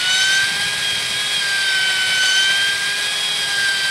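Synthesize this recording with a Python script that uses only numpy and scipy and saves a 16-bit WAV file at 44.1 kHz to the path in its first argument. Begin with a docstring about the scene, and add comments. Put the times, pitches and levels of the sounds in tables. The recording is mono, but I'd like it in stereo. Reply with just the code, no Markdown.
"""An electric drill, clamped in a feed stand, bores into a steel beam close to a pair of microphones.
Its gears whine at the tooth-mesh rate and two harmonics, fluttering with each spindle turn; weaker tones
of fan, armature and gear sidebands glide through body resonances, over the shaped noise of fan and grinding.
The motor sags as the feed presses harder and the grinding swells; the whine wanders between left and right.
Gaussian bursts of noise scrape and screech, chips crackle, a low rumble varies and the stand knocks dully."""
import sys
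import numpy as np
from scipy import signal
from scipy.fft import rfft, irfft
from scipy.io import wavfile

SR = 44100
rng = np.random.default_rng(int(sys.argv[2]) if len(sys.argv) > 2 else 0)


def generate_wav(sig):
    """Save sig (samples, or channels by samples) to the path in sys.argv[1] as 16-bit PCM at SR."""
    pcm = np.round(np.clip(np.atleast_2d(sig).T, -1, 1) * 32767).astype(np.int16)
    wavfile.write(sys.argv[1], SR, pcm)


N = 171990
T = np.arange(N) / SR  # t/s
HZ = np.fft.rfftfreq(N, 1 / SR)  # f/Hz


def amp(db):
    """Logarithmic level: decibels to an amplitude ratio."""
    return 10 ** (np.asarray(db) / 20)


def unit(x):
    """Normalisation: scales a signal to an rms of one."""
    return x / np.sqrt(np.mean(abs(x) ** 2) + 1e-20)


def curve(rows, axis=1):
    """Linear interpolation of one table column over time."""
    rows = np.array(rows)
    return np.interp(T, rows[:, 0], rows[:, axis])


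def spectrum(rows, axis=1):
    """Interpolation of one table column over log frequency."""
    rows = np.array(rows)
    return np.interp(np.log(HZ + 1), np.log(rows[:, 0]), rows[:, axis])


def colour(x, db):
    """Linear filtering: multiplies the spectrum by a gain at each frequency."""
    return irfft(rfft(x) * amp(db), N)


def wander(hz):
    """Low-pass random fluctuation of unit rms, its spectrum halved in amplitude at hz."""
    lowpass = 1 / (1 + (HZ / hz) ** 2)
    return unit(irfft(rfft(rng.standard_normal(N)) * lowpass, N))


def complex_wander(hz):
    """Random modulation of amplitude and phase: independent real and imaginary fluctuations."""
    return wander(hz) + 1j * wander(hz)


def rightward(db):
    """Level-difference panning: left lowered and right raised by db."""
    return amp([[-db], [db]])


def cycle(turns):
    """Rotating phasor: one revolution per turn, from a random starting phase."""
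    return np.exp(2j * np.pi * (turns + rng.random()))


def swell(s, half):
    """Gaussian envelope: peaks at s and falls to 1/e after half a length either side."""
    return np.exp(-((T - s) / half) ** 2)


ROOM_T60_S, ROOM_DB = 0.32, -13.5  # decay time; echo level against the direct sound


def workshop(x):
    """Diffuse reverberation: convolution with decaying noise, independent at each microphone."""
    t = T[:SR // 3]
    tails = rng.standard_normal((2, len(t))) * amp(-60 * t / ROOM_T60_S)
    tails *= amp(ROOM_DB) / np.linalg.norm(tails, axis=1, keepdims=True)
    echo = signal.oaconvolve(x * np.ones((2, 1)), tails, axes=1)[:, :N]
    return x + echo


# runout of the uneven gear wheel, before the flutter factor of each harmonic
# (cycles per spindle turn, depth/dB)
WHEEL_RUNOUT = [(1, -19), (2, -32), (3, -29), (4, -30), (5, -29), (6, -49)]
RUNOUT_SWING = 0.73  # imaginary (phase) part of the runout, relative to the real (amplitude) part
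MAINS_PULSE_HZ, MAINS_DEPTH = 100, 0.027
SHIMMER, SHIMMER_HZ = 0.081, 138  # random modulation: rms of each part, corner f/Hz
WHINE_DRIFT_DB, WHINE_DRIFT_HZ = 1.2, 9  # rms level drift/dB, corner f/Hz


def gear_tone(mesh, spindle, levels, flutter):
    """Tooth-mesh radiation: a tone with sidebands from wheel runout, mains pulsing and shimmer."""
    runout = sum(amp(db) * cycle(-k * spindle) for k, db in WHEEL_RUNOUT)
    wobble = runout.real + 1j * RUNOUT_SWING * runout.imag
    wobble = wobble + MAINS_DEPTH * cycle(MAINS_PULSE_HZ * T).real
    left = amp(curve(levels, axis=1)) * np.exp(1j * curve(levels, axis=3))
    right = amp(curve(levels, axis=2))
    ports = np.array([left, right])
    ports *= amp(WHINE_DRIFT_DB * np.array([wander(WHINE_DRIFT_HZ) for _ in ports]))
    shimmer = SHIMMER * np.array([complex_wander(SHIMMER_HZ) for _ in ports])
    modulation = 1 + flutter * (wobble + shimmer)
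    return np.sqrt(2) * (ports * cycle(mesh) * modulation).real


# harmonics of the tooth mesh at the microphones, before drift and flutter
# (t/s, left level/dB, right level/dB, left phase lead/rad)
WHINE_LEVELS = [(0.0, -21, -29, 2.2), (0.09, -25, -18.5, 0.91), (0.21, -14.5, -22.5, 1.6),
                (0.39, -14.5, -16, 1.46), (0.54, -16.5, -16.5, 2.57), (0.63, -13.5, -17, 2.25),
                (0.69, -17, -18.5, 2.63), (0.9, -15.7, -19.5, 2.57), (0.99, -21.5, -20.5, 2.7),
                (1.2, -20, -26.5, 2.95), (1.4, -18, -17, 2.83), (1.43, -19, -16.5, 2.07),
                (1.53, -14, -17.5, 2.08), (1.74, -14, -17.2, 1.91), (1.86, -15, -20.5, 1.9),
                (2.1, -17.5, -18.5, 2.16), (2.22, -18, -15.5, 1.62), (2.28, -20.5, -17, 1.6),
                (2.4, -15, -20, 1.42), (2.67, -14.5, -16.5, 2.07), (2.76, -16.5, -19, 2.25),
                (2.82, -18, -16, 2.09), (3.33, -18, -20.5, 3.05), (3.69, -12.5, -17, 1.92),
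                (3.78, -14, -19.5, 2.36), (3.89, -12, -18, 2.05)]
OCTAVE_LEVELS = [(0.0, -26, -23, 2.5), (0.09, -18, -19, 1.57), (0.15, -16, -20, 2.0), (0.21, -21, -20.5, 5),
                 (0.27, -23, -19, 4.5), (0.36, -18, -20, 4), (0.48, -27, -21.5, 3), (0.75, -30, -27, 0.8),
                 (0.81, -30, -37, 3.5), (0.835, -21, -23, 8), (0.9, -23, -18.5, 7), (1.02, -29, -22, 8.5),
                 (1.2, -30, -24, 7), (1.3, -28, -23, 7.5), (1.38, -26, -16.8, 5.0), (1.44, -29, -32, 4),
                 (1.59, -19, -22, 3.5), (1.69, -24, -20, 4), (1.73, -28, -29, 1), (1.77, -26.5, -22.5, 0.3),
                 (1.89, -26, -20.5, -0.5), (2.16, -19.5, -42, -1), (2.31, -12.5, -16, -2.5),
                 (2.4, -18, -17, -1), (2.7, -26, -22.5, -1.1), (2.85, -29, -24.5, -5), (3.04, -34, -29, -5),
                 (3.09, -20.5, -34, -8), (3.18, -24.2, -21.5, -8), (3.42, -25, -21, -7.0),
                 (3.48, -26, -30, -5), (3.65, -29, -31, -7), (3.73, -26, -24.5, -8.5),
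                 (3.89, -32, -29, -5.5)]
THIRD_LEVELS = [(0.0, -28, -26, -1.5), (0.21, -42, -33, -2), (0.42, -34, -23, -3), (0.57, -39, -37, -4.5),
                (0.9, -33, -28, -2), (1.23, -45, -37.2, -9.1), (1.38, -35, -27.5, -11),
                (1.71, -32.4, -26, -11), (1.83, -42.1, -29.5, -6), (2.22, -54, -30, 2),
                (2.28, -46, -19.5, -11), (2.37, -36, -29.5, -7.5), (3.3, -41, -30.5, -11.5),
                (3.7, -37, -24.5, -11), (3.89, -32, -23, -11)]
OCTAVE_FLUTTER, THIRD_FLUTTER = 1.74, 1.8  # relative to the whine's flutter


def gears(mesh, spindle):
    """Harmonic series: the tooth-mesh fundamental with its second and third harmonics."""
    whine = gear_tone(mesh, spindle, WHINE_LEVELS, 1)
    octave = gear_tone(2 * mesh, spindle, OCTAVE_LEVELS, OCTAVE_FLUTTER)
    third = gear_tone(3 * mesh, spindle, THIRD_LEVELS, THIRD_FLUTTER)
    return whine + octave + third


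# resonances of housing, stand and beam (f/Hz, width/Hz, lift/dB; negative lifts are dips)
BODY_MODES = [(760, 105, 3), (806, 39, -4), (1047, 20, 6.5), (1205, 95, 5), (1950, 134, 7.5), (2260, 67, 8),
              (2458, 89, 5), (3590, 42, -3), (3700, 42, 9), (3803, 80, 3.5), (3910, 70, 6), (4320, 50, 6.5),
              (4500, 56, -3), (5380, 154, 8.5), (6065, 60, 13), (6265, 54, 17), (6660, 50, 19),
              (7530, 120, 8.5)]


def body_db():
    """Modal response: a sum of resonance curves, in dB, at each frequency."""
    return sum(db / (1 + ((HZ - hz) / (width / 2)) ** 2) for hz, width, db in BODY_MODES)


# single tones that ring out (t/s, half length/s, multiple of the motor speed, lift/dB)
TONE_RING_OUTS = [(.15, 0.055, 10, 12), (0.19, 0.086, 2, 9.5), (.6, .15, 2, 9), (3.5, 0.23, 2, 8),
                  (0.153, .05, 6, 4), (1.883, 0.15, 6, 8.5), (2.132, 0.051, 6, 10.5), (2.49, .04, 6, 11),
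                  (3.08, .13, 6, 6)]


def ring_out_db(multiple):
    """Transient emphasis: the passing lift, in dB, of the tone at one multiple."""
    return sum(lift * swell(s, half) for s, half, k, lift in TONE_RING_OUTS if k == multiple)


# fan, armature and gear tones, before body and echo
# (multiple of the motor speed, left level/dB, right level/dB, left phase lead/rad)
SHAFT_TONES = [(1, -50, -48.5, 0.11), (2, -46, -55, 0.28), (3, -49.5, -49, 0.92), (5, -41.5, -48, 0.92),
               (6, -40.5, -41.5, 0.048), (9, -45, -38.5, 1.1), (10, -42, -36.5, 1), (11, -46, -48, 1.4),
               (14, -51.5, -38, 1.6), (20, -41.5, -58, 0.71), (39, -48.5, -47, 2.9)]
# gear wheel sidebands, mostly about five times the spindle rate either side of a whole multiple
# (multiple of the motor speed)
SIDEBAND_MULTIPLES = [2.52, 5.524, 7.08, 9.524, 10.476]
# their levels, before body and echo (left level/dB, right level/dB, left phase lead/rad)
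SIDEBAND_LEVELS = [(-49, -51, 0.64), (-45, -42.5, 0.58), (-44, -50, 3.3), (-36.5, -37.5, 1.36),
                   (-41.5, -51, 2.1)]
# the bit bites harder and the gears strain; also played by scrapes()
# (t/s, half length/s, grinding level/dB, lift of the high tones/dB)
HARD_BITES = [(0.185, 0.12, -25, 5), (0.363, 0.073, -28.5, 1), (2.32, 0.2, -26.5, 0)]
TONE_FLUTTER = 0.14  # depth for multiples of ten and above
TONE_BLUR, BLUR_HZ_PER_MULTIPLE = 0.55, 3  # depth for multiples of ten and above; corner f/Hz


def motor_tones(turns, spindle):
    """Order tones of a rotating machine: they track the shaft and glide through body resonances."""
    rows = list(SHAFT_TONES)
    rows += [(k, *levels) for k, levels in zip(SIDEBAND_MULTIPLES, SIDEBAND_LEVELS)]
    strain_db = sum(lift * swell(s, half) for s, half, _, lift in HARD_BITES)
    out = np.zeros((2, N))
    for multiple, left_db, right_db, lead in rows:
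        height = min(multiple / 10, 1)  # high tones feel runout and strain the most
        flutter = 1 + TONE_FLUTTER * height * (cycle(spindle) + cycle(3 * spindle)).real
        depth = TONE_BLUR * np.sqrt(height)
        blur = depth * complex_wander(BLUR_HZ_PER_MULTIPLE * multiple)
        blurred = (amp(ring_out_db(multiple)) + blur) / np.sqrt(1 + 2 * depth ** 2)  # keeps the mean power
        level = flutter * amp(strain_db * height ** 2) * blurred
        ports = np.array([[amp(left_db) * np.exp(1j * lead)], [amp(right_db)]])
        out += np.sqrt(2) * (level * ports * cycle(multiple * turns)).real
    return colour(workshop(out), body_db())


def tooth_grit(spindle, size=1200):
    """Periodic roughness: one random tooth surface read again on every spindle turn."""
    surface = signal.resample(rng.standard_normal(size), size * 16)
    return unit(np.interp(spindle % 1, np.arange(len(surface)) / len(surface), surface))


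# fan rush and grinding, before body and load (f/Hz, left level/dB per Hz, right level/dB per Hz)
RUSH_COLOUR = [(20, -92, -89), (45, -86, -88), (80, -71, -71.5), (120, -68, -67), (172, -65.5, -65.5),
               (248, -72.5, -73.5), (405, -74, -69.5), (575, -69, -67.5), (795, -66.5, -67.5),
               (1280, -72.5, -66), (1540, -57.5, -64.5), (1840, -63.5, -60), (2450, -57.5, -56),
               (2910, -60, -59.5), (3020, -55, -53), (3820, -62, -55.5), (4200, -68, -57.5),
               (4740, -57, -56), (5470, -67, -62.5), (6290, -69.5, -71.5), (6630, -71.5, -79),
               (8000, -63, -65), (9900, -63.5, -70), (10820, -73.5, -75.5), (12160, -75.5, -73.5),
               (12000, -99, -99), (14600, -89, -90)]
# correlation of left and right (f/Hz, coefficient)
LEFT_RIGHT_LIKENESS = [(40, 0.7), (160, 0.88), (270, 0.48), (450, 0.7), (750, 0.76), (1250, 0.32),
                       (2000, 0.62), (3300, 0.22), (5500, 0.1), (15000, -0.081)]
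# power share of the noise that repeats with each spindle turn (f/Hz, share)
REPEATING_SHARE = [(400, .03), (1300, .2), (3500, .36), (4500, .17), (8000, .05)]
# change of the grinding under load (f/Hz, gain/dB per 10 % of sag in speed)
GRINDING_LOAD_GAIN = [(100, 1), (1200, -1), (2200, 2.5), (3500, 2), (5500, 0), (8000, -0.5), (12000, -1)]
REFERENCE_SPEED = 373  # turns per second at which the load is zero
ROTOR_PULSE, SPINDLE_PULSE = 0.032, 0.02  # modulation depths
FLICKER_DB, FLICKER_HZ = 0.73, 23  # rms level flicker/dB, corner f/Hz
BODY_IN_RUSH = 0.44  # share of the body's lift that the broad noise gets


def rush(speed, turns, spindle):
    """Broadband noise of air and grit: partly correlated, pulsing with the shafts, tilted by load."""
    share = spectrum(REPEATING_SHARE)

    def grinding():
        steady = rfft(rng.standard_normal(N))
        return np.sqrt(1 - share) * steady + np.sqrt(share) * rfft(tooth_grit(spindle))

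    a, b = grinding(), grinding()
    same = spectrum(LEFT_RIGHT_LIKENESS)
    pair = irfft(np.array([a, same * a + np.sqrt(1 - same ** 2) * b]), N)
    pair *= 1 + ROTOR_PULSE * cycle(turns).real
    pair *= 1 + SPINDLE_PULSE * cycle(spindle).real
    pair *= amp(FLICKER_DB * wander(FLICKER_HZ))
    density_db = np.array([spectrum(RUSH_COLOUR, axis=1), spectrum(RUSH_COLOUR, axis=2)])
    pair = np.sqrt(SR / 2) * colour(pair, density_db + BODY_IN_RUSH * body_db())
    load = 10 * (1 - speed / REFERENCE_SPEED)  # one per 10 % of sag
    gain_db = spectrum(GRINDING_LOAD_GAIN)
    light, heavy = colour(pair, -gain_db / 2), colour(pair, gain_db / 2)
    return light + (heavy - light) * (load + 0.5)  # crossfades, and extrapolates beyond either end


# the middle of the grinding thins for a while (t/s, half length/s, f/Hz, width/Hz, gain/dB)
GRINDING_THINNING = (3.5, 0.6, 2350, 450, -6)


def thinned(x):
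    """Time-varying filtering: a Gaussian envelope fades one band down and back."""
    s, half, hz, width, db = GRINDING_THINNING
    filtered = colour(x, db * np.exp(-(2 * (HZ - hz) / width) ** 2))
    return x + swell(s, half) * (filtered - x)


CHIPS_PER_S, CHIPS_DB = 420, -33  # mean rate, rms level
CHIP_SPREAD_DB = 2.4  # scale of the exponential spread in level
# colour of the crackle, before the body (f/Hz, relative level/dB)
CRACKLE_COLOUR = [(500, -33), (2000, -2.5), (4800, -4), (6500, -11), (11000, -28), (14000, -55)]


def chips():
    """Random impulse train: chips snap off independently, with scattered level and polarity."""
    snapped = rng.random(N) < CHIPS_PER_S / SR
    snaps = snapped * amp(CHIP_SPREAD_DB * np.minimum(rng.exponential(1, N), 4))
    crackle = workshop(snaps * rng.choice([-1, 1], (2, N)))
    return amp(CHIPS_DB) * unit(colour(crackle, spectrum(CRACKLE_COLOUR) + body_db()))


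# swells and lulls of the rumble, before panning (t/s, level/dB)
RUMBLE_LEVELS = [(0, -46), (.25, -55), (.45, -43), (.8, -47), (1.05, -44), (1.35, -53), (1.6, -62),
                 (3.1, -63), (3.8, -54)]
# its spectrum (f/Hz, relative level/dB)
RUMBLE_SPECTRUM = [(20, -35), (70, -14), (115, -1), (160, -1), (260, -10), (600, -37), (3000, -80)]
RUMBLE_LUMPS_DB, RUMBLE_LUMPS_HZ = 2, 40  # rms level fluctuation/dB, corner f/Hz
RUMBLE_PAN_DB, RUMBLE_SPREAD = 4, 0.54  # spread: independent noise relative to the common part


def rumble():
    """Low-frequency noise: partly common to both sides, with random amplitude modulation."""
    noise = rng.standard_normal(N) + RUMBLE_SPREAD * rng.standard_normal((2, N))
    noise *= amp(RUMBLE_LUMPS_DB * wander(RUMBLE_LUMPS_HZ))
    low = unit(colour(noise, spectrum(RUMBLE_SPECTRUM)))
    return amp(curve(RUMBLE_LEVELS)) * rightward(RUMBLE_PAN_DB) * low


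# grit of a scrape, before the body (f/Hz, relative level/dB)
SCRAPE_SPECTRUM = [(200, -48), (780, -15), (1200, -13), (2300, -25), (3000, 1), (3750, -7), (4400, 11),
                   (5400, -9), (7000, -9), (10000, -2.5), (13000, -25)]
# narrow modes that screech during a bite (f/Hz, width/Hz, relative level/dB)
SCREECH_MODES = [(3520, 42, -11), (3800, 30, 2.5), (4490, 53, 1), (5340, 170, -9), (6026, 62, 3),
                 (6260, 92, -4), (6860, 89, -8), (7640, 140, -9.5), (8420, 90, -11)]
SCREECH_DB, SCRAPE_PAN_DB = 2.5, 1  # screech against grit; pan


def scrapes():
    """Friction-excited resonance: each bite swells broadband grit and a screech of narrow modes."""
    level = sum(amp(db) * swell(s, half) for s, half, db, _ in HARD_BITES)
    friction = rng.standard_normal((2, N))
    grit = unit(colour(friction, spectrum(SCRAPE_SPECTRUM) + body_db()))
    modes = sum(amp(db) / (1 + 2j * (HZ - hz) / width) ** 2 for hz, width, db in SCREECH_MODES)
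    screech = amp(SCREECH_DB) * unit(irfft(rfft(friction) * modes, N))
    return level * rightward(SCRAPE_PAN_DB) * (grit + screech)


# low knocks of stand and beam, before echo and panning (t/s, f/Hz, level of the envelope's peak/dB)
STAND_KNOCKS = [(0.433, 130, -32), (0.513, 198, -33), (0.595, 115, -35), (0.66, 135, -31),
                (0.781, 125, -31.5), (0.927, 129.7, -33), (0.977, 135, -31), (1.05, 150, -34),
                (1.107, 180, -31.5), (1.154, 130, -33), (1.377, 161, -34)]
KNOCK_RISE_S, KNOCK_PAN_DB = 0.004, 1.5


def knocks():
    """Impact response: heavily damped sinusoids, each a dull thud of a few cycles."""
    out, t = np.zeros(N), T[:SR // 10]
    envelope = t / KNOCK_RISE_S * np.exp(1 - t / KNOCK_RISE_S)
    for s, hz, db in STAND_KNOCKS:
        start = round(s * SR)
        out[start:start + len(t)] += amp(db) * envelope * np.sin(2 * np.pi * hz * t)
    return rightward(KNOCK_PAN_DB) * workshop(out)


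# motor speed (t/s, turns per second)
MOTOR_SPEED = [(0.0, 365), (0.04, 367), (0.25, 384), (0.52, 397), (0.71, 408), (1.12, 404), (1.21, 413.48),
               (1.32, 412), (1.45, 399), (1.61, 394), (1.7, 387), (1.77, 383), (1.9, 382.42), (2.0, 378),
               (2.12, 380.22), (2.28, 378.5), (2.59, 395.6), (2.87, 402), (3.17, 415), (3.4, 408),
               (3.75, 393), (3.89, 394)]
PINION_TEETH, WHEEL_TEETH = 4, 42
JITTER_TURNS, JITTER_HZ = 0.0014, 60  # rms shaft jitter in turns, corner f/Hz


def scene():
    """Kinematic coupling: one shaft speed drives all the tones and the grinding."""
    speed = curve(MOTOR_SPEED)
    turns = np.cumsum(speed) / SR + JITTER_TURNS * wander(JITTER_HZ)
    mesh = turns * PINION_TEETH
    spindle = mesh / WHEEL_TEETH
    drill = gears(mesh, spindle) + motor_tones(turns, spindle)
    grinding = thinned(rush(speed, turns, spindle))
    return drill + grinding + chips() + rumble() + scrapes() + knocks()


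EDGE_HZ = 15700


def record(dry):
    """Band limitation: a symmetric low-pass filter removes the extreme treble."""
    lowpass = signal.firwin(511, EDGE_HZ, window=("kaiser", 9), fs=SR)
    return signal.oaconvolve(dry, lowpass[None], "same")


dry = scene()
out = record(dry)
generate_wav(out)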